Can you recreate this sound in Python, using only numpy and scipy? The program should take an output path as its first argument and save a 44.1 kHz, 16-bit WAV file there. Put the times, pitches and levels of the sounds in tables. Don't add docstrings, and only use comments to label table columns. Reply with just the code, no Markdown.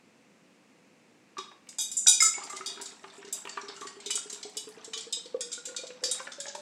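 import sys
import numpy as np
from scipy import signal
from scipy.fft import rfft, irfft
from scipy.io import wavfile
from scipy.ndimage import uniform_filter1d

SR = 44100
rng = np.random.default_rng(int(sys.argv[2]) if len(sys.argv) > 2 else 0)


def digitize_waveform(pressure):
    field = np.atleast_2d(pressure).T
    bounded = np.clip(field, -1, 1)
    quanta = np.round(bounded * 32767).astype(np.int16)
    wavfile.write(sys.argv[1], SR, quanta)


N = 291501


def amp(db):
    return 10 ** (np.asarray(db) / 20)


def unit_rms(x):
    return x / np.sqrt(np.mean(x ** 2) + 1e-20)


def at_hz(points, hz):
    f, value = np.transpose(points)
    return np.interp(np.log(hz + 1), np.log(f + 1), value)


def at_time(points, s):
    return np.interp(s, *np.transpose(points))


def curve(points):
    return at_time(points, np.arange(N) / SR)


def add(mix, s, sound):
    part = mix[round(s * SR):][:len(sound)]
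    part += sound[:len(part)]


def coloured(noise, spectrum):
    gain = amp(at_hz(spectrum, np.fft.rfftfreq(len(noise), 1 / SR)))
    return unit_rms(irfft(rfft(noise) * gain, len(noise)))


def resonate(x, hz, width_hz):
    turn = np.exp(2j * np.pi * np.cumsum(hz) / SR)
    return (turn * signal.lfilter([1], [1, -np.exp(-np.pi * width_hz / SR)], x / turn)).real


def damped_tone(t, hz, t60, rise_s, glide):
    envelope = (1 - np.exp(-t / rise_s)) * amp(-60 * t / t60)
    return envelope * np.sin(2 * np.pi * hz * t * (1 + glide * t / 2))


# frequency in Hz, relative density in dB.
ROOM_TONE_SPECTRUM = [(18, -92), (30, -67), (103, -16.5), (145, -13.5), (174, -5.5), (259, -3.5),
                      (415, -11.5), (499, -8), (569, -14.5), (702, -15), (1390, -19.5), (2610, -16.5),
                      (3220, -25.5), (7470, -27), (16000, -51.5)]
def room_tone(level_db=-61.5):
    return amp(level_db) * coloured(rng.standard_normal(N), ROOM_TONE_SPECTRUM)


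# start in seconds, note level in dB, pitch in Hz, splash in dB.
PLOPS = [(1.371, -33.5, 1157, -43.5), (1.386, -31, 1170, -43.5), (1.388, -38, 1056, -49),
         (1.517, -51, 1006, -47.5), (1.786, -52, 1460, -49), (1.786, -48, 880, -64),
         (2.065, -35, 1466, -39), (2.068, -41, 872, -43), (2.205, -19.5, 2129, -36),
         (2.207, -36, 1737, -44), (2.224, -21, 1311, -39), (2.342, -33.5, 2218, -43),
         (2.382, -43, 812, -37), (2.419, -36, 1200, -60), (2.5, -40.5, 2080, -55), (2.503, -36, 1197, -47),
         (2.532, -33, 1191, -42), (2.575, -38.5, 2067, -55), (2.61, -32.5, 1269, -40),
         (2.776, -42.5, 1295, -42), (2.802, -41, 968, -42), (3.043, -36, 1216, -38.5),
         (3.23, -45, 1880, -45), (3.454, -44, 980, -38.5), (3.474, -46, 1116, -37.5),
         (3.494, -39, 1860, -62), (3.575, -27, 1172, -31.5), (3.585, -42, 2320, -46),
         (3.7, -49, 1140, -40.5), (3.777, -44, 1350, -53), (3.818, -34, 1136, -40), (3.83, -32, 1132, -55),
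         (3.856, -40, 1140, -53), (3.873, -42.5, 1893, -42.5), (4.104, -47, 2330, -36),
         (4.108, -28, 2965, -39), (4.176, -44, 1394, -40), (4.455, -47, 750, -52), (4.57, -38.5, 2970, -60),
         (4.937, -42, 2370, -41), (4.94, -44, 1150, -55), (5.346, -45.5, 1127, -60),
         (5.415, -46, 1850, -58), (5.42, -48, 1470, -59), (5.579, -39, 1437, -53),
         (5.689, -42.5, 1446, -48), (5.747, -41.5, 1433, -48), (5.778, -44, 1433, -55),
         (5.838, -40.5, 643, -51), (5.785, -39, 2404, -54), (5.906, -48, 2460, -44.5),
         (6.038, -34.5, 1760, -39.5), (6.113, -26, 3780, -53), (6.117, -45, 1410, -55),
         (6.15, -47, 1200, -62), (6.198, -37, 1560, -39), (6.203, -40, 1000, -38),
         (6.272, -35.5, 1712, -36), (6.273, -35.5, 1455, -42), (6.403, -41, 1640, -56),
         (6.457, -38.5, 1724, -41.5), (6.47, -43, 850, -55), (6.5, -43, 1640, -60),
         (6.552, -32, 910, -40.5)]
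# time in seconds, t60 in seconds.
PLOP_DECAY = [(1.3, 0.077), (2.1, 0.16), (2.6, 0.097), (3, .05), (3.6, 0.072), (4.3, 0.12), (5.6, .08),
              (6.6, 0.068)]
def plops():
    out, t = np.zeros(N), np.arange(16384) / SR
    sag = -0.172
    for s, db, hz, splash_db in PLOPS:
        t60 = at_time(PLOP_DECAY, s)
        note = damped_tone(t, hz, t60, 0.0029, sag)
        note += amp(-8) * damped_tone(t, 1.028 * hz, t60, 0.003, sag)
        hump = [(300, -25), (hz * .78, -3), (hz, 0), (hz * 1.46, -6),
                (4000, -18), (6000, -28), (12000, -50)]
        splash = coloured(rng.standard_normal(len(t)), hump)
        splash *= np.exp(-t / 0.0069) * (1 - np.exp(-t / 0.00037))
        add(out, s - .002, amp(db) * note + amp(splash_db) * splash)
    return out


# frequency in Hz, relative density in dB.
CRACK_SPECTRUM = [(880, -43), (1500, 11.5), (1720, -35), (1900, -2.5), (2770, -14), (2970, -5), (6500, 2),
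                  (7540, 4.5), (16000, -51.5)]
def ice_crack(t, colour, contact):
    hz = np.linspace(800, 16000, 60)
    humps_db = 4 * rng.standard_normal(len(hz))
    db = at_hz(CRACK_SPECTRUM, hz) + at_hz(colour, hz) + humps_db
    noise = coloured(rng.standard_normal(len(t)), list(zip(hz, db)))
    grains = amp(4 * np.minimum(np.repeat(rng.exponential(1, len(t) // 60), 60), 4) - 6)
    crumble = 0.07 * uniform_filter1d(grains ** 2, size=90) * np.exp(-t / 0.034)
    return noise * (1 - np.exp(-t / 0.0021)) * (contact + crumble)


# frequency in Hz, relative frequency spread, relative level in dB.
WALL_MODES = [(2447, 8.7, -20), (2960, 12, -21), (3347, 34.7, -14), (3520, 28, -15.5), (3767, 28.3, -8),
              (4470, 43, -23), (4746, 70, -9), (5080, 75.6, -5.5), (5960, 50, -5.5), (6320, 100, -9.5),
              (6950, 68, -4), (7140, 60, -3), (7550, 130, -18), (7560, 78, -7.5), (7700, 22, -7.5),
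              (8060, 290, -6.5), (8140, 41, -5), (9250, 149, -8.5), (9850, 25, -19.5), (10200, 52, -32),
              (10440, 94, -24), (11300, 97, -43), (11500, 20, -22), (12600, 200, -28.5),
              (13900, 220, -25.5), (15200, 250, -33)]
# time in seconds, typical t60 at 5 kHz in seconds.
WALL_DECAY = [(1.3, 0.24), (2.4, 0.2), (3.5, 0.088), (6.6, 0.1)]
def steel_ring(t, s, colour):
    hz, spread, db = np.repeat(np.transpose(WALL_MODES), 9, axis=1)
    strength, shift, life, phase = rng.standard_normal((len(hz), 4)).T
    spot_db = np.repeat(rng.standard_normal(len(WALL_MODES)), 9) * np.clip(s - 2.3, 0, 2.5)
    weights = amp(db + at_hz(colour, hz) + 3.5 * strength + spot_db)
    t60 = at_time(WALL_DECAY, s) * amp(2.14 * life) * (hz / 5000) ** -.55
    scatter = .002 + .011 * (s - 1.3) + .03 * np.minimum(hz / 12000, 1) ** 4
    partial_hz = hz + (0.601 * spread + scatter * hz) * shift
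    partials = np.sin(2 * np.pi * (partial_hz[:, None] * t + phase[:, None]))
    return weights @ (amp(-60 * t / t60[:, None]) * partials) / np.linalg.norm(weights)


# start in seconds, blow level in dB, leading partial in Hz,
# its level relative to the blow in dB, boost near 4 kHz in dB, boost near 11 kHz in dB.
ICE_BLOWS = [(1.383, -27.5, 3810, -13, 17.5, 3), (1.6904, -34, 8430, -20, -14, 9),
             (1.7866, -17, 7020, -20, 1, 0), (1.8114, -21.5, 6320, -4.5, 7, 18),
             (1.917, -25, 7210, -4.5, -1.5, 13), (1.9707, -14.5, 7600, -9, -23, -1.5),
             (2.07, -6.5, 5877, -4.5, 2, -9), (2.0829, -5.5, 7100, -5, -7, 6),
             (2.206, -10.5, 5150, -3.5, -12.5, -5), (2.2246, -8.5, 6550, -25, -8, 5.5),
             (2.2572, -14, 7120, 1.5, -15, -13), (2.4375, -28.5, 4864, -9, -5, 3),
             (2.5, -26.5, 7640, -14, -6, 3), (2.5648, -29.5, 6980, -25, -2, 7),
             (2.6624, -21, 4590, -9, 8.5, 4), (2.815, -25, 7630, -16, 0, 10),
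             (2.859, -27, 6750, -15, -1, -3), (3.1, -45, 4950, -20, 14, 2), (3.18, -49, 7850, -4, -5, -3),
             (3.25, -43, 2850, -6, 6, -2), (3.278, -43, 7000, -15, 7, -2),
             (3.3284, -18, 7670, -6.5, -3, 12), (3.494, -32.5, 4570, -3.5, -2, -7),
             (3.6145, -35, 6000, -9, 1, -6), (3.685, -31, 3830, -9, 21, 4), (3.765, -37, 2890, -12, 3, -2),
             (3.8116, -34, 6230, -13, 4, 9), (3.8711, -33, 7130, -8, 4, -2), (4.0033, -38, 8120, -8, 7, -2),
             (4.0623, -21, 4200, -17, 9.5, 0), (4.1076, -14.5, 7580, -11, 3.5, 3),
             (4.1562, -15, 8110, -8.5, -0.5, 1), (4.2997, -28, 6710, -11, 1.5, 10),
             (4.329, -24.5, 7540, -7, 3.5, 12), (4.4307, -27, 4064, -11, 3, -1),
             (4.571, -19, 7600, -14, 3, 5), (4.8463, -32.5, 7600, -9, 0.5, 6),
             (4.936, -20.5, 3010, -14, 9, -1), (4.9777, -21.5, 4170, -14, 6, -5),
             (5.008, -31.5, 7000, -15, 3, 0), (5.1274, -15, 7660, -10.5, 3.5, 0),
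             (5.258, -38.5, 4370, -10, 16, 6), (5.4094, -19, 7600, -12.5, 1, -4),
             (5.5188, -26.5, 7460, -16, 0, -4), (5.5301, -20, 7560, -11, 0, -6),
             (5.656, -22.5, 7400, -10.5, 1.5, 1), (5.7654, -19.5, 3780, -19, 2.5, -8),
             (5.8694, -35.5, 7300, -9, 8, 3), (6.0395, -14.5, 4620, -13.5, 3, -1),
             (6.057, -20.5, 4580, -11, 4, 0), (6.1145, -13, 7540, -22, -2, 0),
             (6.32, -32.5, 3574, -7, 7.5, 0), (6.4033, -21, 7250, -15.5, 0.5, -1.5),
             (6.466, -34, 5000, -20, 6, -10), (6.4826, -27, 5140, -8, 5, -20),
             (6.551, -31.5, 6340, -18, 5, 10)]
def clinks():
    out, t = np.zeros(N), np.arange(9000) / SR
    contact = np.exp(-t / 0.0065)
    for s, blow_db, lead_hz, lead_db, low, high in ICE_BLOWS:
        colour = [(1500, low - 6), (4000, low), (7000, 0.011), (11000, high), (15000, high - 1.5)]
        crack = ice_crack(t, colour, contact)
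        ring = steel_ring(t, s, colour) * (1 - 0.58 * contact ** 3)
        lead = damped_tone(t, lead_hz, t60=0.069 * (s / 2) ** -.3, rise_s=0.00072, glide=0)
        ring_share = np.clip(.7 + 0.09 * (blow_db + 24.5) - 0.051 * s, 0, 1)
        sound = 0.8 * (1 - ring_share) * crack + .5 * ring_share * ring + amp(lead_db) * lead
        add(out, s - .002, amp(blow_db) * sound)
    return out


# start in seconds, relative level in dB.
GLUGS = [(1.385, -43), (2.223, -53), (2.274, -55), (2.38, -46.5), (2.455, -49.5), (2.538, -45.5),
         (2.606, -46.5), (2.68, -51), (2.72, -49.5), (2.773, -47.5), (2.8, -47.5), (2.823, -50),
         (2.926, -52), (3.041, -48.5), (3.184, -47), (3.248, -45), (3.28, -46), (3.454, -47),
         (3.573, -45.5), (3.635, -45.5), (3.692, -43), (3.815, -43), (3.855, -43), (3.97, -45),
         (4.066, -40.5), (4.152, -46.5), (4.26, -44.5), (4.332, -46.5), (4.453, -41), (4.567, -45),
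         (4.674, -42.5), (4.776, -44.5), (4.881, -42.5), (4.967, -46), (5.07, -44), (5.173, -48.5),
         (5.26, -44), (5.348, -23), (5.469, -50), (5.579, -49.5), (5.676, -46.5), (5.695, -44),
         (5.72, -46.5), (5.793, -44.5), (5.838, -37.5), (5.906, -42.5), (6.02, -49), (6.034, -36),
         (6.059, -36.5), (6.085, -43.5), (6.202, -45.5), (6.277, -48), (6.386, -42.5), (6.46, -43.5),
         (6.483, -45), (6.552, -40), (6.578, -44)]
# time in seconds, frequency in Hz.
AIR_COLUMN = [(1.3, 375), (2.4, 378.4), (3.2, 395), (4.1, 404.5), (4.7, 429), (5.3, 470), (5.9, 499),
              (6.1, 499), (6.3, 537.6), (6.6, 592)]
def glugs():
    gulp, thump, t = np.zeros(N), np.zeros(N), np.arange(4096) / SR
    for s, db in GLUGS:
        hz = at_time(AIR_COLUMN, s) * rng.normal(1.0045, 0.011)
        add(gulp, s - .004, amp(db) * damped_tone(t, hz, 0.057, 0.0028, glide=4.3))
        add(thump, s - .006, amp(min(db, -41) - 2) * damped_tone(t, 0.63 * hz, 0.037, 0.0012, glide=13))
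    air_hz = curve(AIR_COLUMN)
    column = amp(-41.5) * resonate(gulp, air_hz, 11.6) + amp(-15.5) * resonate(gulp, 2.5 * air_hz, 32)
    return amp(4) * gulp + thump + column


# start in seconds, level in dB, centre frequency in Hz.
TICKS = [(1.672, -46.5, 2300), (1.692, -39, 5200), (1.729, -49, 2500), (3.455, -40, 2800),
         (3.475, -37.5, 2750), (4.499, -46, 7200), (4.691, -47, 9500)]
def ticks():
    out, t = np.zeros(N), np.arange(2048) / SR
    for s, db, hz in TICKS:
        band = [(300, -30), (.6 * hz, -12), (hz, 0), (1.3 * hz, -10), (2 * hz, -36)]
        click = coloured(rng.standard_normal(len(t)), band)
        add(out, s - .001, amp(db) * click * np.exp(-t / 0.0026))
    return out


# time in seconds, bubble level in dB.
TRICKLE_LEVEL = [(2.1, -100), (2.4, -51), (3, -58), (3.6, -57.5), (4.2, -60), (4.8, -57.5), (5.4, -64.5),
                 (6, -62), (6.2, -49), (6.6, -77)]
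# frequency in Hz, relative density in dB.
FIZZ_SPECTRUM = [(2000, -30), (4000, -23), (7500, 11.5), (9500, -1), (14000, -27)]
def trickle():
    bubbles, t = np.zeros(N), np.arange(1024) / SR
    clumps = np.repeat(rng.exponential(1, N // 400 + 1), 400)[:N]
    for hz in np.geomspace(600, 6000, 30):
        strength = amp(3 * np.minimum(rng.exponential(1, N), 3))
        births = rng.random(N) < 30 * clumps / SR
        bubble = damped_tone(t, hz, 50 / hz, 0.95 / hz, glide=7.8) * (hz / 1000) ** 0.56
        bubbles += signal.oaconvolve(strength * births, bubble)[:N]
    bursts = rng.standard_normal(N) * amp(4.7 * np.minimum(rng.exponential(1, N), 5))
    spurts = np.repeat(rng.exponential(1, N // 1500 + 1), 1500)[:N]
    fizz = coloured(bursts, FIZZ_SPECTRUM) * uniform_filter1d(spurts, size=600) ** .7
    water = (unit_rms(bubbles) + amp(-9) * fizz) * amp(curve(TRICKLE_LEVEL))
    return water + amp(-64) * resonate(water, curve(AIR_COLUMN), 6.7)


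# frequency in Hz, t60 in seconds.
ROOM_DECAY = [(200, 0.29), (1000, 0.46), (4000, 0.38), (8000, 0.32), (14000, 0.2)]
def reverberation(x):
    out, turn = np.zeros(N), 2 * np.pi * 2.3 * np.arange(N) / SR
    slots = np.arange(200, SR - 20, 20)
    for k in range(3):
        taps = np.zeros(SR)
        taps[slots + rng.integers(0, 20, len(slots))] = rng.choice([-1., 1.], len(slots))
        hz, t, bands = signal.stft(taps, SR, nperseg=256)
        decay = amp(-60 * t / at_hz(ROOM_DECAY, hz)[:, None])
        tail = signal.istft(bands * decay, SR, nperseg=256)[1]
        feed = np.sqrt(2 / 3) * np.cos(turn + k * np.pi / 3)
        out += signal.fftconvolve(x * feed, tail / np.linalg.norm(tail))[:N]
    return out


def scene():
    ice, air, water = clinks() + ticks(), glugs(), plops() + trickle()
    pour = ice + air + water + reverberation(amp(-4) * ice + amp(-7.5) * air + amp(-7) * water)
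    low_cut = signal.butter(4, 140, "high", fs=SR, output="sos")
    return (signal.sosfilt(low_cut, pour) + room_tone())[None]


def record(dry):
    low_pass = signal.firwin(511, 16250, window=("kaiser", 9), fs=SR)
    return signal.oaconvolve(dry, low_pass[None], "same")


dry = scene()
out = record(dry)
digitize_waveform(out)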